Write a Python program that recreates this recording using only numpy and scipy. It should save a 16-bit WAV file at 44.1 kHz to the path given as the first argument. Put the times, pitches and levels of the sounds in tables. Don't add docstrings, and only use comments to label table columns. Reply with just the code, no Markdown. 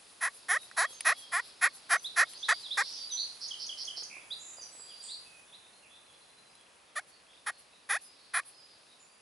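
import sys
import numpy as np
from scipy import signal
from scipy.fft import rfft, irfft, next_fast_len
from scipy.io import wavfile

SR = 44100
rng = np.random.default_rng(int(sys.argv[2]) if len(sys.argv) > 2 else 0)


def wav_record(signal):
    frames = np.transpose(np.atleast_2d(signal))
    bounded = np.clip(frames, -1, 1)
    quanta = np.round(bounded * 32767).astype(np.int16)
    wavfile.write(sys.argv[1], SR, quanta)


N = 406161
CUTOFF_HZ = 11050
FFT_SIZE = next_fast_len(N + SR)
BIN_HZ = np.maximum(np.arange(FFT_SIZE // 2 + 1) * SR / FFT_SIZE, 1)

# squeak_hz, fade_db, shaft_db
YELP_GRIP, CLUCK_GRIP = (10510, 25.6, -26.5), (10040, 12.4, -18.5)
# start_s, peak_pressure_s, end_s, attack_s, low_hz, last_hz, level_db, squeak_db
STRIKER_STROKES = [(0.204, 0.243, 0.2895, 0.027, 326.2, 651, -33, -7),
                   (0.48, 0.496, 0.578, 0.03, 355.4, 711, -29.5, -10),
                   (0.763, 0.791, 0.859, 0.024, 319.6, 683, -29.5, -8.5),
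                   (1.044, 1.069, 1.134, 0.027, 314.2, 768, -27, -9.5),
                   (1.314, 1.338, 1.408, 0.026, 340.7, 530, -32, -11.5),
                   (1.609, 1.63, 1.681, 0.029, 352, 643, -26.5, -10.5),
                   (1.89, 1.921, 1.971, 0.031, 340.4, 794, -27.5, -10),
                   (2.157, 2.185, 2.242, 0.034, 338.6, 763, -25.5, -13),
                   (2.482, 2.494, 2.536, 0.0091, 419, 817, -26, -18),
                   (2.77, 2.789, 2.828, 0.0054, 393, 598, -28.5, -16.5),
                   (6.952, 6.972, 7.001, 0.015, 577.5, 890, -37, -10),
                   (7.46, 7.48, 7.509, 0.01, 406, 943, -36, -8),
                   (7.888, 7.909, 7.978, 0.014, 392.5, 964, -32.5, -7.5),
                   (8.333, 8.361, 8.405, 0.011, 333.2, 668, -32.5, -6.5)]

def turkey_call(regrip_s=5, sink_hz=249.9, release_s=.0059, tip_attack_s=.0027, swell_db=2, ease_db=4):
    out = np.zeros(N)
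    for start, turn, end, attack_s, low_hz, last_hz, db, squeak_db in STRIKER_STROKES:
        squeak_hz, fade_db, shaft_db = YELP_GRIP if start < regrip_s else CLUCK_GRIP
        t = np.arange(start, end, 1 / SR)
        pressing = np.clip((turn - t) / (turn - start), 0, 1)
        easing = np.clip((t - turn) / (end - turn), 0, 1)
        pitch_hz = low_hz + sink_hz * pressing ** 2.1 + (last_hz - low_hz) * easing ** 1.8
        contact = np.clip((t - start) / attack_s, 0, 1) * np.clip((end - t) / release_s, 0, 1)
        force = contact * from_db(swell_db * easing - ease_db * easing ** 3) * slips(t, pitch_hz)
        rounded = signal.sosfilt(signal.butter(1, 2800, fs=SR, output="sos"), force)
        sharpness = from_db(-.6 * fade_db * easing ** 2)
        pot = signal.fftconvolve(sharpness * force + (1 - sharpness) * rounded, pot_ring())
        pot /= np.sqrt(np.sum(pot ** 2) / len(t))
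        squeak_gain = np.clip((t - start) / tip_attack_s, .3, 1) * from_db(-fade_db * easing ** 2.36)
        squeak = rms_one(double_resonance(force * squeak_gain, squeak_hz, width_hz=1700))
        shaft = rms_one(double_resonance(sharpness * force, hz=3230, width_hz=1960))
        add(out, start, from_db(db + 1.5) * pot)
        add(out, start, from_db(db + squeak_db + 2) * squeak + from_db(db + shaft_db) * shaft)
    return out


def slips(t, pitch_hz, harmonics=38):
    phase = 2 * np.pi * np.cumsum(pitch_hz * (1 + .01 * drift(t, 400))) / SR
    k = np.arange(1, harmonics + 1)[:, None]
    pulses = rms_one(np.sum(np.cos(k * phase) * (k * pitch_hz < CUTOFF_HZ + 1000), axis=0))
    grit = rms_one(np.exp(2 * (np.cos(phase - 1) - 1)) * rng.standard_normal(len(t)))
    return (pulses + .24 * grit) * from_db(1.2 * drift(t, 450))


# freq_hz, gain_db
POT_RESPONSE = [(100, -60), (300, -49), (500, -25.5), (720, -14), (1150, -7.5), (1750, -5), (2000, -11),
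                (2250, -14.5), (2800, -28.5), (3500, -22.5), (5400, -20), (6500, -22), (7800, -21.5),
                (9000, -29.5)]
# centre_hz, width_hz, gain_db
POT_RESONANCES = [(794, 81, 3), (913, 134, -6.5), (1147, 39, 3.5), (1894, 162, 12), (2197, 40, -16),
                  (2180, 67, 10), (2260, 96, -4), (2476, 230, 9.5)]
# freq_hz, power_share
SLATE_SMEAR = [(2200, 0.08), (3000, 0.73), (5500, 0.14), (7500, 0.12), (9500, 0.64)]

def pot_ring(size=2048, slate_t60_s=.021, lag_hz=1650, lag_width_hz=700):
    hz = np.maximum(np.arange(size // 2 + 1) * SR / size, 1)
    modes_db = sum(db / (1 + (2 * (hz - centre) / width) ** 2) for centre, width, db in POT_RESONANCES)
    cepstrum = irfft(np.log(from_db(at_hz(POT_RESPONSE, hz) + modes_db)))
    cepstrum[1:size // 2] *= 2
    cepstrum[size // 2 + 1:] = 0
    slate = noise_burst(size, slate_t60_s)
    share = at_hz(SLATE_SMEAR, hz)
    smear = np.sqrt(1 - share) + np.sqrt(share) * rfft(slate) / np.sqrt(np.sum(slate ** 2))
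    pole = lag_hz ** 2 - hz ** 2 + 1j * hz * lag_width_hz
    return irfft(np.exp(rfft(cepstrum)) * smear * np.conj(pole) / pole)[:size // 2]


# start_s, peak_db, treble_db
STRIKER_TAPS = [(0.713, -37.5, -25), (1.007, -20, 17), (2.335, -35, 18), (6.553, -45, 21), (6.611, -48, 11)]

def striker_taps():
    out = np.zeros(N)
    for start, peak_db, treble_db in STRIKER_TAPS:
        scratch = noise_burst(int(.025 * SR), t60_s=.017)
        treble = rms_one(double_resonance(scratch, hz=9860, width_hz=1700))
        treble += .59 * rms_one(resonance(scratch, hz=2900, width_hz=2100))
        pot = rms_one(signal.fftconvolve(scratch, pot_ring())[:len(scratch)])
        tap = pot + from_db(treble_db) * treble
        add(out, start, from_db(peak_db) * tap / np.abs(tap).max())
    return out


# start_s, level_db
FINGER_KNOCKS = [(0.907, -61), (0.929, -62), (3.977, -58), (4.023, -58), (4.166, -57.5), (4.583, -60.5),
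                 (4.751, -59.5), (4.796, -59)]

def finger_knocks(gain_db=14.5):
    out = np.zeros(N)
    for start, db in FINGER_KNOCKS:
        knock = resonance(noise_burst(int(.04 * SR), t60_s=.022), hz=520, width_hz=450)
        add(out, start, from_db(db + gain_db) * knock / np.abs(knock).max())
    return out


def songbirds(gain_db=4.5):
    direct, blurred = np.zeros((2, N))
    for start, length_s, *voice, db in scattered_calls() + nearest_song() + twitters():
        t = start + np.arange(0, length_s, 1 / SR)
        note = from_db(db + gain_db) * bird_note(t, *voice)
        wet = np.interp(db, [-68, -38], [.65, .34])
        add(direct, start, np.sqrt(1 - wet) * note)
        add(blurred, start, np.sqrt(wet) * note)
    leaves = scatter(blurred, t60_s=.42, delay_s=.0077)
    return direct * from_db([[-2.8], [1.8]]) + leaves * from_db([[-1.3], [1.1]])


def bird_note(t, first_hz, last_hz, depth_hz, warble_hz):
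    cycle = 2 * np.pi * warble_hz * np.cumsum(1 + .2 * drift(t, 150)) / SR
    voicing = np.exp(np.cos(cycle - .7 * np.pi) * 70 / (warble_hz + 15))
    glide_hz = np.linspace(first_hz, last_hz, len(t)) * (1 + .00797 * drift(t, 150))
    pitch_hz = glide_hz + depth_hz * signal.sawtooth(cycle, .7)
    swell = signal.windows.tukey(len(t), .54 if warble_hz else .57) * from_db(2 * drift(t, 73.4))
    return rms_one(voicing * swell * np.sin(2 * np.pi * np.cumsum(pitch_hz) / SR))


# start_s, level_db
BIRD_RISES = [(2.039, -41.5), (2.25, -61), (2.423, -41), (2.704, -39), (4.302, -42), (5.08, -50.5),
              (5.521, -56.5)]
# start_s, first_hz, level_db
BIRD_SLURS = [(2.626, 4350, -48), (3.092, 4220, -48.5), (4.884, 3710, -61), (5.82, 2990, -65)]
# start_s, length_s, first_hz, level_db
BIRD_WHISTLES = [(0.573, 0.075, 3890, -61), (0.718, .22, 3390, -64), (0.91, 0.096, 6500, -60),
                 (1.126, .175, 3360, -60.5), (1.96, .05, 6180, -56.5), (2.361, 0.096, 6200, -59),
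                 (2.497, 0.071, 4820, -48), (2.966, 0.11, 4750, -48.5), (3.107, 0.078, 6154, -40.5),
                 (4.29, 0.082, 4880, -60.5), (4.56, .1, 4890, -55.5), (4.692, 0.17, 7910, -58),
                 (4.732, 0.53, 4830, -59), (5.225, 0.2, 2585, -65), (8.028, 0.097, 5110, -65.5),
                 (8.165, 0.102, 4480, -71), (8.517, 0.17, 5100, -64), (8.991, 0.047, 7200, -65.5)]
# start_s, length_s, first_hz, last_hz, depth_hz, warble_hz, level_db
BIRD_BUZZES = [(2.33, 0.064, 3940, 5300, 300, 87, -54.5), (2.76, 0.27, 4430, 5590, 980, 97, -49.5),
               (3.16, 0.091, 3910, 4525, 457, 103, -39), (4.085, 0.12, 2453, 2367, 368, 70, -54),
               (4.37, .21, 7060, 7050, 574, 280, -55), (4.612, 0.034, 6230, 5760, 400, 108, -50),
               (5.01, 0.13, 7970, 8420, 1400, 110, -53.5), (5.105, 0.064, 4220, 4270, 510, 97, -48.5),
               (5.88, 0.13, 3360, 3630, 120, 210, -64.5), (5.95, 0.77, 4084, 4030, 206, 12.3, -73.5)]

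def scattered_calls(rise_s=.039, rise_hz=(3150, 4310), slur_s=.053, slur_ratio=.73, sag_ratio=.96):
    rises = [(start, rise_s, *rise_hz, 0, 0, db) for start, db in BIRD_RISES]
    slurs = [(start, slur_s, hz, hz * slur_ratio, 0, 0, db) for start, hz, db in BIRD_SLURS]
    whistles = [(start, length, hz, hz * sag_ratio, 0, 0, db) for start, length, hz, db in BIRD_WHISTLES]
    return rises + slurs + whistles + list(BIRD_BUZZES)


# offset_s, length_s, first_hz, last_hz, depth_hz, warble_hz, level_db
SONG_PHRASE = [(0, 0.081, 4916, 4933, 871, 149.5, -44.5), (0.08, 0.0128, 6910, 5640, 0, 3.5, -46),
               (0.106, .02, 3450, 2890, -5, -0.5, -42), (.13, 0.01914, 3433, 2867, 3, 2, -46)]

def nearest_song(start_s=3.4, period_s=.1838, end_s=4.05):
    notes = [(start_s + k * period_s + offset_s, *note)
             for k in range(4) for offset_s, *note in SONG_PHRASE]
    return [note for note in notes if note[0] < end_s]


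def twitters(rate_hz=5.5, depth_hz=200, warble_hz=110):
    slots = np.arange(0, N / SR - 1 / rate_hz, 1 / rate_hz)
    notes = []
    for slot_s in slots:
        late, long, high, slope, loud = rng.uniform(-1, 1, 5)
        start = slot_s + abs(late) / rate_hz
        length_s = .09 * (1 + long / 2)
        hz = 4000 * 2 ** (.35 * high)
        notes.append((start, length_s, hz, hz * (1 + .13 * slope), depth_hz, warble_hz, -72.5 + 3 * loud))
    return notes


# freq_hz, gain_db
TREE_RESPONSE = [(500, -31), (2000, -28), (5000, -4.5), (10000, 2.5), (12000, -4.5)]

def tree_echo(call):
    reflected = irfft(rfft(call, FFT_SIZE) * from_db(at_hz(TREE_RESPONSE, BIN_HZ)), FFT_SIZE)[:N]
    return scatter(reflected, t60_s=.13, delay_s=.11)


# freq_hz, density_db
BREEZE_SPECTRUM = [(15, -51), (25, -49.5), (48, -11), (422, -3), (505, -1), (1110, -2), (1330, -4),
                   (2100, -5.5), (2270, -7), (2510, -4.5), (4070, -11), (6440, -14.5), (7130, -18.5),
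                   (8530, -14.5), (11000, -36), (14300, -52.5), (22000, -120)]
INSECT_SPECTRUM = [(100, -70), (4000, -12), (6500, -4), (8500, -5.5), (9800, 4), (11000, 4), (14000, -42)]
CHORUS_SPECTRUM = [(100, -70), (1500, -35), (2600, -16), (3400, -3), (4600, 0), (5300, -2), (6000, -20),
                   (9000, -45)]
# time_s, level_db
BREEZE_ENVELOPE = [(0, -61), (3, -59.5), (4.3, -58.5), (5.8, -62), (9.2, -63.5)]
INSECT_ENVELOPE = [(0.0, -61), (1.13, -65), (1.69, -65), (2.79, -59), (4.69, -60.5), (6.89, -70.5),
                   (9.2, -69)]
CHORUS_ENVELOPE = [(0.0, -61), (1.31, -51), (1.87, -57), (2.69, -45.5), (3.76, -53), (4.35, -76),
                   (5.02, -54.5), (5.64, -71), (8.74, -61.5), (9.2, -69)]

def meadow(insect_gain_db=1, chorus_gain_db=-4.5):
    t = np.arange(N) / SR
    insect_db = np.interp(t, *np.transpose(INSECT_ENVELOPE)) + insect_gain_db + .9 * drift(t, 25)
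    chorus_db = np.interp(t, *np.transpose(CHORUS_ENVELOPE)) + chorus_gain_db + 2 * drift(t, 14)
    breeze_db = np.interp(t, *np.transpose(BREEZE_ENVELOPE))
    insects = from_db(insect_db) * diffuse_noise(INSECT_SPECTRUM)
    chorus = from_db(chorus_db) * diffuse_noise(CHORUS_SPECTRUM)
    breeze = from_db(breeze_db) * diffuse_noise(BREEZE_SPECTRUM)
    return insects + chorus + breeze


# freq_hz, left_right_correlation
EAR_CORRELATION = [(60, 1), (140, 0.74), (350, 0.5), (840, 0.17), (2020, 0.36), (4860, 0.8), (11700, 0.82)]

def diffuse_noise(spectrum):
    mid, side = rfft(rng.standard_normal((2, FFT_SIZE)))
    alike = np.clip(at_hz(EAR_CORRELATION, BIN_HZ), -.99, .99)
    ears = np.sqrt(1 + alike) * mid + np.sqrt(1 - alike) * side * [[1], [-1]]
    return rms_one(irfft(ears * from_db(at_hz(spectrum, BIN_HZ)), FFT_SIZE)[:, :N])


def ticking(level_db=-76, rate_hz=30, decay_s=.0013):
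    since_tick_s = np.arange(N) / SR % (1 / rate_hz)
    bursts = rng.standard_normal(N) * np.exp(-since_tick_s / decay_s)
    return from_db(level_db) * rms_one(double_resonance(bursts, hz=2580, width_hz=450))


def scatter(x, t60_s, delay_s):
    tail = np.array([noise_burst(int(t60_s * SR), t60_s) for ear in range(2)])
    tail /= np.sqrt(np.sum(tail ** 2) / 2)
    delayed = np.pad(tail, ((0, 0), (int(delay_s * SR), 0)))
    return signal.oaconvolve(x[None], delayed, axes=1)[:, :N]


def resonance(x, hz, width_hz):
    r = np.exp(-np.pi * width_hz / SR)
    feedback = [1, -2 * r * np.cos(2 * np.pi * hz / SR), r * r]
    return signal.lfilter(np.array([1, 0, -1]) * (1 - r * r) / 2, feedback, x)


def double_resonance(x, hz, width_hz):
    return resonance(resonance(x, hz, width_hz), hz, width_hz)


def noise_burst(samples, t60_s):
    return rng.standard_normal(samples) * from_db(-60 * np.arange(samples) / SR / t60_s)


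def drift(t, rate_hz):
    knots = rng.standard_normal(int((t[-1] - t[0]) * rate_hz) + 2)
    return np.interp((t - t[0]) * rate_hz, np.arange(len(knots)), knots)


def at_hz(points, hz):
    knots_hz, values = np.transpose(points)
    return np.interp(np.log(hz), np.log(knots_hz), values)


def from_db(db):
    return 10 ** (np.asarray(db) / 20)


def rms_one(x):
    return x / np.sqrt(np.mean(x ** 2) + 1e-20)


def add(out, start_s, x):
    i = int(start_s * SR)
    out[i:i + len(x)] += x[:N - i]


def scene():
    call = turkey_call() + striker_taps()
    ground = from_db(-15.5) * scatter(call, t60_s=.04, delay_s=.0014)
    trees = from_db(-18.5) * tree_echo(call)
    direct = (call + finger_knocks()) * from_db([[-.3], [.3]])
    return direct + ground + trees + songbirds() + meadow() + ticking()


def record(dry):
    lowpass = signal.firwin(601, CUTOFF_HZ, window=("kaiser", 8), fs=SR)
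    return signal.oaconvolve(dry, lowpass[None], "same", axes=1)


dry = scene()
out = record(dry)
wav_record(out)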